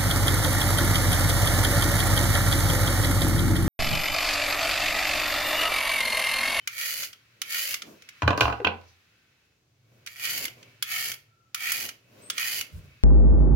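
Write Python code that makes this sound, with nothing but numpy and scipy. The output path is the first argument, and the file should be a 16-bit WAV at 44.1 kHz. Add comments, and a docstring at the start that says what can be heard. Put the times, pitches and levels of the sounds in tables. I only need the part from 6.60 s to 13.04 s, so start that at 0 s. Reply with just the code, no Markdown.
"""Peeling a carrot

A plastic hand peeler takes six strokes along a carrot in a small kitchen. Its swivel blade lands with
a click, skates, then bites: bursting cells make a dense crunch and drive the frame's resonances.
After the second stroke the carrot slips, tumbles over a wooden board onto a knife and is picked up.
Palm and sleeve rustle, a gust buffets the microphone near the end, and the room hums and hisses."""
import sys
import numpy as np
from scipy import signal
from scipy.fft import rfft, irfft
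from scipy.io import wavfile
from scipy.ndimage import uniform_filter1d

SR = 44100
rng = np.random.default_rng(int(sys.argv[2]) if len(sys.argv) > 2 else 0)


def generate_wav(sig):
    """Save sig (samples, or channels by samples) to the path in sys.argv[1] as 16-bit PCM at SR."""
    pcm = np.round(np.clip(np.atleast_2d(sig).T, -1, 1) * 32767).astype(np.int16)
    wavfile.write(sys.argv[1], SR, pcm)


N = 283871
TIME = np.arange(N) / SR

# Spectra of the sources. Each row: frequency in Hz, relative level in dB.
ROOM_SPECTRUM = [(25, -10), (60, -10.5), (110, -3), (200, -11), (400, -13.5), (900, -23.5), (1600, -26),
                 (3000, -26), (6500, -27), (8500, -37), (16000, -36.5)]
HISS_SPECTRUM = [(700, -19), (1100, -9), (1500, -4.5), (2000, -3), (2550, -6), (3200, -8.5), (4000, -8),
                 (6300, -15.5), (8000, -23), (15000, -22.5)]
BLADE_SPECTRUM = [(200, -27.5), (900, -25), (1350, -2), (1850, -6), (2300, -1), (2650, -3.5), (3200, 2),
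                  (3800, -6.5), (4600, -3.5), (6200, -3.5), (8600, -16), (10800, -4.5), (13000, -16.5),
                  (15500, -4)]
CRUNCH_SPECTRUM = [(300, -45), (600, -12.5), (800, -18), (1000, -25), (1350, -14), (2900, 7.5), (3700, -6),
                   (4600, 4), (5500, -3.5), (6400, 1), (8400, -9.5), (9800, -4.5), (11200, 0),
                   (15700, -3.5)]
PALM_SPECTRUM = [(30, -16), (70, -2.5), (120, 2.5), (200, -3), (350, -0.5), (600, -3), (800, -7),
                 (1100, -9), (2000, -42), (6000, -64)]
GUST_SPECTRUM = [(25, -1.5), (50, 5), (75, 8), (130, 7), (200, -8.5), (500, -38.5)]
SLEEVE_SPECTRUM = [(30, -29), (70, -11.5), (120, -3.5), (200, 3), (350, 0.5), (600, 0.5), (800, -13.5),
                   (1100, -9.5), (2000, -35.5), (6000, -18.5), (8500, -28.5), (13000, -23.5)]
BRUSH_SPECTRUM = [(1000, -21), (2000, -7), (4000, 5.5), (6200, 9), (7500, -12), (15000, -11.5)]
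KNOCK_SPECTRUM = [(60, -0.5), (250, -0.5), (500, -0.5), (3200, -6), (4500, -11.5), (6500, -12.5),
                  (8500, -24.5), (16000, -19)]
TICK_SPECTRUM = [(1500, -6), (4500, 4.5), (6500, -6), (8500, -18), (12000, -12.5), (16000, -17)]
# Spectra that excite resonances. Each row: frequency in Hz, relative level in dB.
TONE_DRIVE = [(900, -24.5), (1400, -3.5), (3100, 2.5), (4500, -20.5)]
FRAME_DRIVE = [(900, -12.5), (1350, 4), (3200, 19), (4200, -13)]
KNIFE_DRIVE = [(700, -14.5), (1500, 6.5), (4500, -2.5), (8000, -25.5)]
# Resonances. Each row: frequency in Hz, bandwidth in Hz, relative gain in dB.
HISS_MODES = [(1410, 53, 0), (1520, 50, 4.5), (1780, 33, -2.5), (2280, 110, 2), (2570, 79, 2),
              (2560, 70, -10), (2970, 56, -10)]
FRAME_MODES = [(1340, 310, 0), (1873, 170, 1), (2220, 202, 0.5), (2455, 150, -6.5), (2930, 400, -3)]
BOARD_MODES = [(300, 63, -4.5), (480, 270, -9.5), (604, 47, -5), (703, 34, -2.5), (812, 45, 4),
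               (1018, 110, 2.5), (1155, 180, -3), (1290, 39, -6.5), (1460, 65, 2), (1990, 270, -9),
               (2440, 150, 2.5), (2713, 110, -3.5), (2992, 68, -11.5), (3400, 150, -14.5),
               (4020, 110, -3.5), (5500, 720, -21)]
KNIFE_MODES = [(1560, 78, -6), (2630, 190, 2.5), (2980, 200, -12), (3840, 190, -16.5)]
# Placement between the microphones. Each row: frequency in Hz, left minus right in dB.
PEELER_BALANCE = [(60, 14), (110, 6.5), (200, -3.5), (380, -1), (700, 2.5), (1290, 4.5), (1800, -0.5),
                  (2450, -6.5), (3200, 0), (4400, -2.5), (8120, -0.5), (15000, 0)]
BOARD_BALANCE = [(60, 1), (110, -1), (200, 3), (380, 1), (700, 0.5), (1290, 1), (2000, -1.5), (2750, -8),
                 (4400, -4.5), (8120, 2), (15000, -7.5)]
# Hum and hiss swell and sink. Each row: time in seconds, relative level in dB.
HUM_LEVELS = [(0, -72), (2.9, -79.5), (3.25, -65), (4.55, -62.5), (4.85, -75), (5.65, -63), (6.44, -95)]
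HISS_LEVELS = [(0, -52.5), (1.3, -53), (1.58, -45.5), (2.3, -52.5), (2.85, -59), (3.08, -73), (3.42, -56.5),
               (4.1, -50), (4.8, -67.5), (5.45, -59), (5.62, -48.5), (6.44, -52.5)]
# Faint whistles. Each row: start and end in seconds, frequency in Hz, relative level in dB.
WHISTLES = [(0, 0.055, 3044, -69), (4.669, 4.939, 1344, -81), (5.617, 5.75, 8210, -61),
            (6.2, 6.44, 2576, -79.5)]
# The blade knocks in its pivots or snaps through skin.
# Each row: start in seconds, relative level in dB, treble share in dB, ring frequency in Hz.
CLICKS = [(0.0736, -15, -6.5, 2250), (0.4315, -22, -25.5, 1930), (0.5296, -33.5, -10, 3200),
          (0.8165, -16, -3.5, 3000), (1.1409, -16, -7, 2080), (1.2194, -25, -15, 3560),
          (1.421, -39.5, -12, 2180), (1.4882, -31.5, -10, 2150), (3.462, -29.5, -5, 2740),
          (3.4716, -25.5, -19, 2300), (3.652, -19.5, -6, 2240), (3.852, -15.5, -2.5, 2100),
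          (3.8793, -28, -10, 2910), (4.028, -39.5, -35, 2700), (4.2243, -12, -2.5, 3310),
          (4.5163, -19.5, -2, 2150), (4.539, -27.5, -2.5, 2200), (4.9449, -16, -3.5, 1370),
          (5.1186, -9.5, 3, 2230), (5.2886, -23, -6, 2150), (5.6995, -15, -6.5, 3350),
          (5.7797, -16, -15, 2000), (6.01, -17, -5, 2840)]
# Peeler strokes. Each row: bite and exit in seconds, then relative levels in dB of the skating,
# the crunch, the frame's ring, the rub in the palm and the top frame mode.
STROKES = [(0.195, 0.445, -21, -34.5, -32.5, -58, -5), (0.925, 1.135, -25, -33.5, -31.5, -59, -1),
           (3.640, 3.840, -19.5, -35, -32, -47.5, -5), (4.320, 4.505, -22, -34.5, -31, -53.5, -7),
           (5.050, 5.255, -15, -35.5, -30.5, -50.5, -9), (5.800, 5.995, -35, -34.5, -30.5, -53.5, -5)]
# Arm swings. Each row: peak time, swell and fade in seconds, level in dB.
SWISHES = [(0.85, 0.14, 0.17, -66.5), (1.282, 0.06, .11, -49), (3.36, 0.096, 0.13, -64),
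           (3.978, 0.022, 0.17, -56.5), (5.611, 0.14, 0.2, -54.5), (6.22, 0.28, .15, -61)]
# Finger touches. Each row: peak time and half-width in seconds, level in dB.
BRUSHES = [(1.454, 0.071, -66), (2.293, 0.048, -65)]
# The carrot hits the board.
# Each row: start in seconds, relative level in dB, treble share in dB, left minus right in dB.
KNOCKS = [(1.620, -22.5, -5.5, 4), (1.63, -26.5, -14, -7), (1.677, -12.5, -9.5, -2),
          (1.705, -18.5, -10, -4.5), (1.73, -21.5, -16.5, 4.5), (1.777, -22, -13.5, 0.5),
          (1.797, -25.5, -29.5, -5.5), (1.808, -12, -2, 0.5), (1.819, -25.5, -5.5, -6.5),
          (1.831, -24.5, -6.5, 1), (1.854, -18, -13.5, -1.5), (1.879, -18.5, -19, 0.5),
          (1.899, -26, -16, 2), (1.925, -27, -12, -1), (2.001, -34, -15, 3), (2.046, -20.5, -9.5, 2),
          (2.064, -29.5, -18.5, 3.5), (2.068, -19.5, -16, -3.5)]
# Its weight lands. Each row: start in seconds, relative level in dB, pitch in Hz, 60 dB decay in seconds.
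THUDS = [(1.629, -18.5, 96.7, 0.19), (1.655, -16, 112.5, 0.18), (1.664, -22, 87.6, 0.32),
         (1.807, -26.5, 113.4, 0.53), (1.829, -29, 68.8, 0.49), (2, -19.5, 482, 0.036),
         (2.014, -26, 401.5, 0.08), (2.049, -36.5, 87, 0.56), (2.07, -40, 223, 0.33)]
# Bright ticks sound and the knife is jolted. Each row: start in seconds, relative level in dB.
BRIGHT_TICKS = [(1.776, -29), (1.808, -22.5), (2.212, -56)]
KNIFE_CLACKS = [(1.809, -19), (1.926, -36.5), (2.047, -18.5), (2.071, -20.5)]


def undb(db):
    """Decibels to amplitude ratio."""
    return 10 ** (np.asarray(db) / 20)


def unit(x):
    """Normalisation to rms 1."""
    return x / np.sqrt(np.mean(x ** 2))


def envelope(rows):
    """Gain interpolated between (seconds, dB) points."""
    return undb(np.interp(TIME, *np.transpose(rows)))


def walk(rate_hz, count=N):
    """Slow random modulation with a spread near 1."""
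    points = rng.standard_normal(count // 40)
    return np.interp(TIME[:count] * rate_hz, np.arange(len(points)), points)


def add(out, start_s, sound):
    """Superposition of a sound on the stereo mix."""
    start = max(int(start_s * SR), 0)
    out[:, start:start + sound.shape[1]] += sound[:, :N - start]


def cut(x, order, hz, kind):
    """Maximally flat low-pass or high-pass filter."""
    return signal.sosfilt(signal.butter(order, hz, kind, fs=SR, output="sos"), x)


def colour(x, spectrum, size=8192):
    """Minimum-phase filter with a given (Hz, dB) outline."""
    hz, db = np.transpose(spectrum)
    bins = np.maximum(np.fft.rfftfreq(size, 1 / SR), 1)
    gain = undb(np.interp(np.log(bins), np.log(hz), db))
    cepstrum = irfft(np.log(gain))
    cepstrum[1:size // 2] *= 2  # folding makes the response causal
    cepstrum[size // 2 + 1:] = 0
    response = irfft(np.exp(rfft(cepstrum)))
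    return np.apply_along_axis(signal.fftconvolve, -1, x, response)[..., :x.shape[-1]]


def ring(x, modes, sway_db=0, sway_hz=10):
    """Modal response: a sum of resonators whose gains may sway."""
    out = 0
    for hz, width, db in modes:
        gain = undb(db + sway_db * walk(sway_hz, count=x.shape[-1]))
        out = out + gain * signal.lfilter(*signal.iirpeak(hz, hz / width, fs=SR), x)
    return out


def brighten(x, split_hz, share_db):
    """The energy of 10 ms at rms 1 is divided between two bands, the treble's share capped."""
    low, high = unit(cut(x, 4, split_hz, "low")), unit(cut(x, 4, split_hz, "high"))
    share = min(undb(share_db), 0.95)
    return (np.sqrt(1 - share ** 2) * low + share * high) * np.sqrt(SR / 100 / x.shape[-1])


def diffuse(t, coherent_hz, gain=1):
    """Diffuse noise at two microphones is coherent in the bass and incoherent in the treble."""
    mid, side = gain * rng.standard_normal((2, len(t)))
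    side = cut(side, 1, coherent_hz, "high")
    return np.array([mid + side, mid - side])


def noise(spectrum, coherent_hz):
    """Coloured diffuse noise of rms 1."""
    return unit(colour(diffuse(TIME, coherent_hz), spectrum))


def space(x, balance, room_db, room_t60, treble_t60, split_hz=2500):
    """Reverberation decays exponentially in two bands; level differences place the source."""
    t = np.arange(SR) / SR
    field = diffuse(t, 500)
    low = cut(field, 1, split_hz, "low")
    tail = low * undb(-60 * t / room_t60) + (field - low) * undb(-60 * t / treble_t60)
    tail = unit(tail * (1 - np.exp(-t / 0.0032))) / np.sqrt(SR)
    wet = x + undb(room_db) * signal.fftconvolve(x, tail, axes=1)[:, :N]
    return np.array([colour(channel, [(hz, sign * db / 2) for hz, db in balance])
                     for channel, sign in zip(wet, (1, -1))])


def kitchen(air_db=-70, hum_hz=116, hum_width_hz=30):
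    """Broadband noise gives room air and hiss; narrow bands of it waver as a hum and faint tones."""
    hum_mode = [(hum_hz, hum_width_hz, 0)]
    hum = unit(ring(ring(diffuse(TIME, 900), hum_mode), hum_mode)) * envelope(HUM_LEVELS)
    tones = unit(ring(noise(TONE_DRIVE, 900), HISS_MODES, sway_db=4.5, sway_hz=6.2))
    hiss = (undb(-12) * noise(HISS_SPECTRUM, 970) + undb(-14.5) * tones) * envelope(HISS_LEVELS)
    return noise(ROOM_SPECTRUM, 800) * undb(air_db) + hum + hiss


def whistles(width_hz=70):
    """Narrow-band noise is heard as unsteady tones, which fade in and out."""
    out = 0
    for start, end, hz, db in WHISTLES:
        elapsed = np.clip((TIME - start) / (end - start), 0, 1)
        fade = np.sqrt(np.maximum(np.sin(np.pi * elapsed), 0))
        peak = signal.iirpeak(hz, hz / width_hz, fs=SR)
        tone = signal.lfilter(*peak, signal.lfilter(*peak, rng.standard_normal((2, N))))
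        out = out + fade * undb(db + 11) * unit(tone)
    return out


def blade_clicks(rise_s=0.0009, chatter_s=0.0069, ring_db=-22, ring_t60=0.11, width_hz=170, mode_db=4):
    """Impact excitation: the loose blade chatters for milliseconds, then one mode rings on briefly."""
    out, t = np.zeros((2, N)), np.arange(SR // 10) / SR
    decay = np.exp(-(t / chatter_s) ** 2) + undb(ring_db - 60 * t / ring_t60)
    shape = np.minimum(t / rise_s, 1) * decay
    for start, db, treble_db, hz in CLICKS:
        click = colour(diffuse(t, 1100) * shape, BLADE_SPECTRUM)
        click = click + ring(click, [(hz, width_hz, mode_db)])
        add(out, start, undb(db - 10) * brighten(click, 8600, treble_db))
    return space(out, PEELER_BALANCE, room_db=-10.5, room_t60=0.24, treble_t60=0.065)


def landing(bite_s):
    """Contact begins with the last click more than 50 ms before the bite."""
    return max(start for start, *_ in CLICKS if start < bite_s - 0.05)


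def progress(run_out_s=0.03):
    """The peeler's position along the carrot, 0 to 1 in each stroke."""
    times = [s for bite, leave, *_ in STROKES for s in (landing(bite), leave + run_out_s)]
    return np.interp(TIME, times, [0, 1] * len(STROKES))


def stroke_gain(column, attack_s, crest_s, crest_db, sag_db_per_s, release_db_per_s, crest_width_s=0.056):
    """Amplitude follows contact force: the blade skates, bites, crests, eases and runs off."""
    out = 0
    for row in STROKES:
        bite, leave, skate_db = row[:3]
        attack = skate_db * np.clip((bite - TIME) / attack_s, 0, 1)
        from_crest = np.clip(TIME, bite, leave) - bite - crest_s
        hold = crest_db * np.exp(-(from_crest / crest_width_s) ** 2) - sag_db_per_s * np.abs(from_crest)
        release = release_db_per_s * np.maximum(TIME - leave, 0)
        out = out + undb(row[column] + attack + hold - release) * (TIME > landing(bite))
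    return out


def cell_bursts(per_s=5000, spread_db=3.5, judder_db=0.5, judder_hz=166):
    """Fracture: cells burst as random impulses, in clumps as the blade sticks and slips."""
    bursting = rng.random(N) < per_s / SR
    size = undb(-spread_db * rng.standard_normal(N) - judder_db * walk(judder_hz))
    return unit(diffuse(TIME, 1200, gain=bursting * size))


def reflection(x, start_ms, end_ms, echo, wander):
    """Comb filtering: a nearby reflection shifts its notches as the peeler travels."""
    lag_ms = (start_ms + (end_ms - start_ms) * progress()) * (1 + wander * walk(3.4))
    delayed = np.array([np.interp(TIME - lag_ms / 1000, TIME, channel) for channel in x])
    return unit(x + echo * delayed)


def hollow_resonance(start_hz=539, rise_hz_per_s=45, width_hz=130):
    """A narrow noise band sings along with the cut, a little higher with every stroke."""
    phase = 2 * np.pi * np.cumsum(start_hz + rise_hz_per_s * TIME) / SR
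    return unit(walk(width_hz) * np.cos(phase) + walk(width_hz) * np.sin(phase))


def crunch(bursts):
    """Direct radiation: the bursts sound bright, over a soft low resonance."""
    sound = unit(colour(bursts, CRUNCH_SPECTRUM)) + undb(-33) * hollow_resonance()
    return sound * stroke_gain(column=3, attack_s=0.091, crest_s=0.081, crest_db=0.8,
                               sag_db_per_s=12, release_db_per_s=409)


def frame_ring(bursts, shift_db=7, top_above_hz=2700):
    """Forced vibration: the bursts drive the plastic frame, its modes weighted by the changing grip."""
    drive = colour(bursts, FRAME_DRIVE)
    tilt_db = shift_db * (progress() - 0.5)  # the top mode gains towards the thin tip
    grip = envelope([(s, row[-1]) for row in STROKES for s in row[:2]])
    frame = 0
    for mode in FRAME_MODES:
        weight = grip * undb(tilt_db) if mode[0] > top_above_hz else undb(-tilt_db)
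        frame = frame + weight * ring(drive, [mode], sway_db=1, sway_hz=12)
    running_rms = np.sqrt(uniform_filter1d(np.mean(frame ** 2, axis=0), size=2000))
    return frame / running_rms * stroke_gain(column=4, attack_s=0.1, crest_s=0.031, crest_db=0,
                                             sag_db_per_s=47, release_db_per_s=383)


def peeling():
    """One excitation, the bursting cells, feeds both the crunch and the frame."""
    bursts = reflection(cell_bursts(), start_ms=0.463, end_ms=0.38, echo=0.11, wander=0.095)  # fingers
    bursts = reflection(bursts, start_ms=2.17, end_ms=2.05, echo=0.4, wander=0.06)  # board
    peel = undb(4.5) * crunch(bursts) + undb(2.05) * frame_ring(bursts)
    uneven_tearing = undb(0.6 * walk(55))
    return space(peel * uneven_tearing, PEELER_BALANCE, room_db=-12, room_t60=0.38, treble_t60=0.26)


def palm_and_sleeve():
    """Friction noise: the carrot rubs in the palm, and the sleeve swishes as the arm swings back."""
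    palm = noise(PALM_SPECTRUM, 570) * stroke_gain(column=5, attack_s=0.098, crest_s=0.21, crest_db=1.5,
                                                   sag_db_per_s=49.5, release_db_per_s=165.5)
    swing = sum(undb(db) / np.cosh(2 * (TIME - peak) / np.where(TIME < peak, swell, fade))
                for peak, swell, fade, db in SWISHES)
    sleeve = noise(SLEEVE_SPECTRUM, 670) * swing
    return (palm + sleeve) * undb(0.41 * walk(60))


def finger_brushes():
    """Sliding friction: fingers brush the wet carrot as it slips, and a hand brushes the board."""
    touch = sum(undb(db) * np.exp(-((TIME - peak) / width) ** 2) for peak, width, db in BRUSHES)
    return noise(BRUSH_SPECTRUM, 990) * undb(2.5 * walk(39.3)) * touch


def board_knocks(contact_s=0.0014, rattle_db=-27, rattle_t60=0.14):
    """Modal excitation depends on the point of impact, so the board's modes share each blow anew."""
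    out, t = np.zeros((2, N)), np.arange(SR // 6) / SR
    force = t / contact_s * np.exp(-t / contact_s) + undb(rattle_db - 60 * t / rattle_t60)
    for start, db, treble_db, pan_db in KNOCKS:
        board = ring(diffuse(t, 2600) * force, BOARD_MODES, sway_db=0.5, sway_hz=5)
        knock = brighten(colour(board, KNOCK_SPECTRUM), 1600, treble_db)
        pan = undb([[pan_db / 2], [-pan_db / 2]])
        add(out, start, undb(db - 3.5) * pan * knock)
    return space(out, BOARD_BALANCE, room_db=-6.5, room_t60=0.34, treble_t60=0.082, split_hz=1000)


def thuds(rise_s=0.0054):
    """Damped free vibration: the carrot's weight sets board and worktop booming."""
    out, t = np.zeros((2, N)), np.arange(SR) / SR
    for start, db, hz, t60 in THUDS:
        shape = undb(db + 4 - 60 * t / t60) * (1 - np.exp(-t / rise_s))
        boom = -shape * np.sin(2 * np.pi * hz * t)
        add(out, start, boom[None])
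    return space(out, BOARD_BALANCE, room_db=-11.5, room_t60=0.49, treble_t60=0.22)


def bright_ticks(t60=0.035):
    """Broadband transients: short, bright bursts of noise sound as the carrot tumbles."""
    out, t = np.zeros((2, N)), np.arange(SR // 8) / SR
    for start, db in BRIGHT_TICKS:
        burst = colour(diffuse(t, 900), TICK_SPECTRUM)
        add(out, start, unit(burst) * undb(db - 60 * t / t60))
    return space(out, BOARD_BALANCE, room_db=-2.5, room_t60=0.35, treble_t60=0.34)


def knife_clacks(contact_s=0.0016):
    """Heavy damping: the knife strikes the wood and is stilled at once by the carrot on top of it."""
    out, t = np.zeros((2, N)), np.arange(SR // 20) / SR
    force = t / contact_s * np.exp(-t / contact_s)
    for start, db in KNIFE_CLACKS:
        drive = colour(diffuse(t, 2600) * force, KNIFE_DRIVE)
        add(out, start, undb(db - 8) * unit(ring(drive, KNIFE_MODES)))
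    return space(out, BOARD_BALANCE, room_db=-9, room_t60=0.27, treble_t60=0.2)


def gust(start_s=6.085, attack_s=0.069, hold_s=0.061, fade_db_per_s=93.5, level_db=-46):
    """Turbulence: moving air buffets the microphone with low-frequency pressure fluctuations."""
    age = TIME - start_s
    fade_db = fade_db_per_s * np.maximum(age - attack_s - hold_s, 0)
    shape = np.clip(age / attack_s, 0, 1) * undb(level_db - fade_db)
    return noise(GUST_SPECTRUM, 470) * shape * undb(5 * walk(32))


def scene():
    """Superposition of the dropped carrot, the peeler, the handling and the room."""
    drop = board_knocks() + knife_clacks() + bright_ticks() + thuds()
    peeler = peeling() + blade_clicks()
    handling = finger_brushes() + palm_and_sleeve() + gust()
    return drop + peeler + handling + whistles() + kitchen()


def record(dry, bass_hz=52, top_hz=16000):
    """Band limiting: the phone drops the deep bass, saturates at full scale and cuts the top."""
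    limited = np.clip(cut(dry, 4, bass_hz, "high"), -1, 1)
    return signal.sosfilt(signal.ellip(10, 0.2, 80, top_hz, fs=SR, output="sos"), limited)


dry = scene()
out = record(dry)
generate_wav(out)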